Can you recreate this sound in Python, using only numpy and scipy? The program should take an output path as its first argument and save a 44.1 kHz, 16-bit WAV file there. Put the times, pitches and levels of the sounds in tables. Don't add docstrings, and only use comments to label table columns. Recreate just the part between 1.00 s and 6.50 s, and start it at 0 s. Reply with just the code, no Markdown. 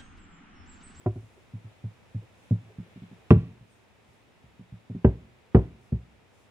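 import sys
import numpy as np
from scipy import signal
from scipy.io import wavfile
from scipy.ndimage import uniform_filter1d, minimum_filter1d

SR = 44100
rng = np.random.default_rng(int(sys.argv[2]) if len(sys.argv) > 2 else 0)


def pcm_store(signal):
    levels = np.round(np.clip(np.atleast_2d(signal), -1, 1) * 32767)
    wavfile.write(sys.argv[1], SR, levels.astype(np.int16).T)


N = 242582
TIME = np.arange(N) / SR

# (time [s], strength [dB], contact corner [Hz], place struck)
BLOWS = [(0.06, -7, 580, "lid"), (0.157, -20, 320, "lid"), (0.228, -36.5, 168, "lid end"),
         (0.5356, -20, 148, "lid end"), (0.6438, -22.5, 105, "lid end"), (0.8388, -15, 128, "lid end"),
         (1.146, -13, 126, "lid end"), (1.5084, -4, 172, "lid end"), (1.7836, -23.5, 186, "rim"),
         (1.9594, -35, 318, "rim"), (2.0192, -31.5, 238, "rim"), (2.1128, -37.5, 340, "rim"),
         (2.3055, 5, 2320, "stick hole"), (2.355, -3.5, 165, "stick hole"), (2.437, -35, 169, "rim"),
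         (2.474, -33, 153.5, "stick hole"), (2.608, -34, 123, "rim"), (3.08, -42.5, 121, "stick hole"),
         (3.4365, -33.5, 198.6, "frame"), (3.5936, -35, 242, "rim"), (3.7227, -24, 124, "rim"),
         (3.898, -21.5, 228, "lid end"), (3.9485, -24, 326, "rim"), (4.0452, 6.5, 431, "frame"),
         (4.5458, 8.5, 395, "frame"), (4.9206, -2.5, 200, "frame")]
# (frequency [Hz], relative density [dB])
RUSTLE_SPECTRUM = [(3000, -11), (5500, 6), (8000, 8.5), (12000, -3.5), (15500, -15)]


def from_db(db):
    return 10 ** (np.asarray(db) / 20)


def at_hz(points, hz):
    known_hz, values = np.transpose(points)
    return np.interp(np.log(hz), np.log(known_hz), values)


def dying(t, t60):
    return from_db(-60 * t / t60)


def stereo_noise(spectrum, likeness, size=N, t60s=None):
    edges = 30 * 2 ** np.arange(0, 9.6, .5)
    white = rng.standard_normal((2, 2, size))
    out = 0
    for k, (low, high) in enumerate(zip(edges, edges[1:])):
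        band = signal.sosfilt(signal.butter(2, [low, high], "band", fs=SR, output="sos"), white[k % 2])
        hz = np.sqrt(low * high)
        fade = dying(TIME[:size], at_hz(t60s, hz)) if t60s else 1
        out = out + band * fade * from_db(at_hz(spectrum, hz))
    correlation = np.clip(likeness, -.99, .99)
    mid, side = np.sqrt(1 + correlation) * out[0], np.sqrt(1 - correlation) * out[1]
    pair = np.array([mid + side, mid - side])
    return pair / np.sqrt(np.mean(pair ** 2))


def contact(x, corner_hz, order):
    return signal.sosfilt(signal.butter(order, min(corner_hz, SR / 3), fs=SR, output="sos"), x)


def add(out, sound, start_s):
    start = max(round(start_s * SR), 0)
    out[:, start:start + sound.shape[-1]] += sound[..., :N - start]


def swell(peak_s, length_s):
    return np.cos(np.pi * np.clip((TIME - peak_s) / length_s, -.5, .5)) ** 2


def flutter(depth_db=0.23, step_s=0.08):
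    steps = rng.standard_normal(size=1000)
    return depth_db * np.interp(TIME / step_s, np.arange(len(steps)), steps)


def forest_bed(air_db, leaves_db, rustle_db):
    # (frequency [Hz], relative density [dB])
    air_spectrum = [(18, -66), (30, -35.5), (55, -10), (75, -5.5), (130, -4), (148, -16), (225, -6),
                    (263, -13.5), (389, -11.5), (591, -14.5), (709, -13.5), (1470, -23.5), (2070, -20.5),
                    (8720, -43.5), (15500, -54)]
    leaf_spectrum = [(1000, -17.5), (1600, -0.5), (2300, 0), (3000, -0.5), (4000, -20), (6000, -24.5)]
    # (time [s], relative level [dB])
    stirring = [(0.0, -68), (0.15, -70), (2.25, -68.5), (2.62, -71), (4.64, -70.5), (5.5, -71)]
    stir_db = np.interp(TIME, *np.transpose(stirring))
    stir_db -= stir_db.mean()
    settling_db = 0.54 * TIME
    air = from_db(air_db + stir_db + flutter()) * stereo_noise(air_spectrum, likeness=0.32)
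    leaves = from_db(leaves_db + 1.1 * stir_db + flutter()) * stereo_noise(leaf_spectrum, likeness=-.2)
    rustle = from_db(rustle_db + 0.9 * stir_db - settling_db) * stereo_noise(RUSTLE_SPECTRUM, likeness=.05)
    return air + leaves + rustle


def breeze():
    # (peak time [s], length [s], level [dB])
    puffs = [(0.75, 0.4, -72), (1.48, 0.28, -68.5), (1.998, .55, -69)]
    # (frequency [Hz], relative density [dB])
    puff_spectrum = [(1500, -15), (2400, 0.5), (3000, 1), (3800, -19.5), (6000, -31)]
    blowing = sum(from_db(level_db) * swell(peak_s, length_s) for peak_s, length_s, level_db in puffs)
    return blowing * from_db(flutter()) * stereo_noise(puff_spectrum, likeness=-.2)


def chirps(waver_hz):
    # (time [s], length [s], start pitch [Hz], end pitch [Hz], level [dB])
    calls = [(2.678, .095, 9050, 8000, -73), (4.79, 0.11, 9200, 10300, -87)]
    out = np.zeros((2, N))
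    for start_s, length_s, start_hz, end_hz, level_db in calls:
        size = round(length_s * SR)
        waver = uniform_filter1d(rng.standard_normal(SR), size=60)[:size]
        hz = np.linspace(start_hz, end_hz, size) + waver_hz * waver / waver.std()
        whistle = np.sin(2 * np.pi * np.cumsum(hz) / SR)
        add(out, from_db(level_db) * np.hanning(size) * whistle, start_s)
    return out


def trapper(scuff_s):
    # (peak time [s], length [s], level [dB])
    brushes = [(0.252, 0.75, -76.5), (1.44, 0.38, -74.5), (2.743, 0.29, -77), (3.13, 0.32, -77.5),
               (4.85, 0.24, -76.5), (5.395, 0.29, -74.5)]
    # (peak time [s], level [dB])
    scuffs = [(0.38, -61), (1.23, -57.5), (1.706, -57.5), (1.87, -60.5)]
    # (frequency [Hz], relative density [dB])
    scuff_spectrum = [(100, -26), (250, -7), (400, 17), (800, -20), (1500, -16), (5000, -33)]
    brushing = sum(from_db(level_db) * swell(peak_s, length_s) for peak_s, length_s, level_db in brushes)
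    scuffing = sum(from_db(level_db) * swell(peak_s, scuff_s) for peak_s, level_db in scuffs)
    cloth = brushing * stereo_noise(RUSTLE_SPECTRUM, likeness=0.042)
    boots = scuffing * stereo_noise(scuff_spectrum, likeness=1.0)
    return cloth + boots


def tree_echo(x, wet_db, build_s):
    # (frequency [Hz], relative level [dB])
    tail_spectrum = [(60, -8.5), (130, -6.5), (380, -9.5), (700, -5), (1500, -2.5), (3000, -4), (8000, 1.5)]
    # (frequency [Hz], t60 [s])
    tail_t60s = [(60, 0.51), (300, 0.52), (1000, 0.33), (4000, .7)]
    scatter = stereo_noise(tail_spectrum, likeness=1.0, size=SR, t60s=tail_t60s) / np.sqrt(SR)
    scatter *= 1 - np.exp(-(TIME[:SR] / build_s) ** 2)
    return from_db(wet_db) * signal.fftconvolve(x, scatter, axes=1)[:, :N]


def grit(level_db, t60_s, db_per_db):
    # (frequency [Hz], relative density [dB])
    grit_spectrum = [(600, -11.5), (1500, 0), (2900, 0), (4000, -17), (8000, -17.5), (15000, -30)]
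    shaken = np.zeros(N)
    for start_s, strength_db, *_ in BLOWS:
        tail = (TIME > start_s) * dying(np.abs(TIME - start_s), t60_s)
        shaken += from_db(db_per_db * strength_db) * tail
    return from_db(level_db) * shaken * stereo_noise(grit_spectrum, likeness=.05)


def cracks(gain_db, rise_s, t60_s, balance_db):
    # (frequency [Hz], relative density [dB])
    crack_spectrum = [(500, -8), (900, -2.5), (1200, 5), (1650, -6), (1900, -6), (2700, -11), (3700, -18.5),
                      (4700, -14.5), (8000, -22), (14000, -15)]
    out, t = np.zeros((2, N)), TIME[:SR // 8]
    envelope = (1 - np.exp(-(t / rise_s) ** 2)) * dying(t, t60_s)
    for start_s, strength_db, corner_hz, _ in BLOWS:
        burst = envelope * stereo_noise(crack_spectrum, likeness=.9, size=len(t))
        add(out, from_db(strength_db + gain_db) * contact(burst, corner_hz, order=3), start_s)
    return out * from_db([[balance_db / 2], [-balance_db / 2]])


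def box(clack_db, clack_reach, rattle_above_db, low_cut_hz):
    places = ["lid", "lid end", "rim", "stick hole", "frame"]
    # (frequency [Hz], t60 [s], left over right [dB], level for each place struck [dB] ...)
    box_modes = [(62.4, 0.23, 0.25, -25.5, -44.5, -36.5, -26.5, -19.5),
                 (96.6, 0.057, 0.15, -10, -28.5, -21.5, -3, -9),
                 (107.5, 0.19, -0.44, -7, -7, -9.5, -11.5, -19),
                 (124, 0.21, -1, -46, -33, -35, -13.5, -20.5),
                 (173.4, 0.15, 0, -42.5, -9, -2.5, -10, -19.5),
                 (189.4, 0.032, -0.85, -11.5, 2.5, 10, -5.5, -15.5),
                 (218.4, 0.071, -0.6, -17.5, -3.5, 0.5, -5, -10.5),
                 (257, 0.069, 0.8, -15, -6, -5.5, -12, -29.5), (346.3, 0.1, 0.5, -14.5, -31, -17, -14, -54),
                 (381, 0.13, 0.1, -16, -14, -13, -20.5, -18.5),
                 (436.6, 0.096, 0, -47, -12.5, -22.5, -15, -19.5),
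                 (486, 0.028, 0.3, -17.5, -1, -14.5, -16.5, -12),
                 (608.6, 0.098, -0.5, -18, -5.5, -18.5, -25.5, -20.5),
                 (724, 0.089, -1, -13.5, -9.5, -17, -32, -37),
                 (825, 0.066, -2, -21, -31.5, -27.5, -29.5, -26.5),
                 (998, 0.07, -2.5, -13.5, -35.5, -34, -28, -20.5),
                 (1148, 0.039, -7, -15, -43, -36.5, -21.5, -33),
                 (1384, 0.062, -0.5, -13.5, -35, -40, -30, -18),
                 (1573, 0.063, 2.5, -19, -23, -33, -36.5, -9),
                 (1914, 0.063, -0.5, -14, -33.5, -36, -37, -9.5),
                 (2637, 0.023, -7.5, -37, -37, -31, -25.5, -5),
                 (3024, .05, -2.5, -25, -27.5, -35, -49.5, 3.5)]
    # (frequency [Hz], relative density [dB])
    clack_spectrum = [(300, 5), (500, -0.5), (900, -1.5), (1300, -9), (1900, -3.5), (2700, -5),
                      (3300, -8.5), (4200, -15.5), (6000, -28), (12000, -32.5)]
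    # (frequency [Hz], t60 [s])
    clack_t60s = [(300, 0.22), (1000, .11), (2500, 0.078), (8000, 0.056)]
    out, t = np.zeros((2, N)), TIME[:SR // 2]
    modes = np.array(box_modes)
    hz, t60, balance_db, shapes_db = modes[:, :1], modes[:, 1:2], modes[:, 2], modes[:, 3:]
    signs = (-1) ** np.arange(len(modes))
    radiation = signs * from_db([balance_db / 2, -balance_db / 2])
    rings = np.sin(2 * np.pi * hz * t) * dying(t, t60)
    for start_s, strength_db, corner_hz, place in BLOWS:
        shares = from_db(shapes_db[:, places.index(place)])
        thump = contact((radiation * shares) @ rings, corner_hz, order=3)
        planks = stereo_noise(clack_spectrum, likeness=0.8, size=len(t), t60s=clack_t60s)
        clack = contact(planks, clack_reach * corner_hz, order=2)
        rattle_db = 2 * max(strength_db - rattle_above_db, 0)
        add(out, from_db(strength_db) * (thump + from_db(clack_db + rattle_db) * clack), start_s)
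    return signal.sosfilt(signal.butter(4, low_cut_hz, "high", fs=SR, output="sos"), out)


def scene():
    body = box(clack_db=-48.5, clack_reach=2.33, rattle_above_db=4.5, low_cut_hz=50)
    left, right = body + cracks(gain_db=-30, rise_s=.002, t60_s=0.033, balance_db=-5)
    left_lag_s = 0.00012
    knocks = np.array([np.interp(TIME - left_lag_s, TIME, left), right])
    echo = tree_echo(knocks, wet_db=-11, build_s=.022)
    forest = forest_bed(air_db=-60, leaves_db=-70.5, rustle_db=-78.0) + chirps(waver_hz=110)
    loose_grit = grit(level_db=-71, t60_s=0.6, db_per_db=1.6)
    return knocks + echo + loose_grit + trapper(scuff_s=0.074) + forest + breeze()


def record(dry):
    needed_gain = 1 / np.maximum(np.abs(dry).max(axis=0), 1)
    held_gain = minimum_filter1d(needed_gain, size=201)
    gain = uniform_filter1d(uniform_filter1d(held_gain, size=101), size=101)
    cutoff_hz = 15800
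    return signal.sosfilt(signal.ellip(10, .1, 80, cutoff_hz, fs=SR, output="sos"), gain * dry)


dry = scene()
out = record(dry)
pcm_store(out)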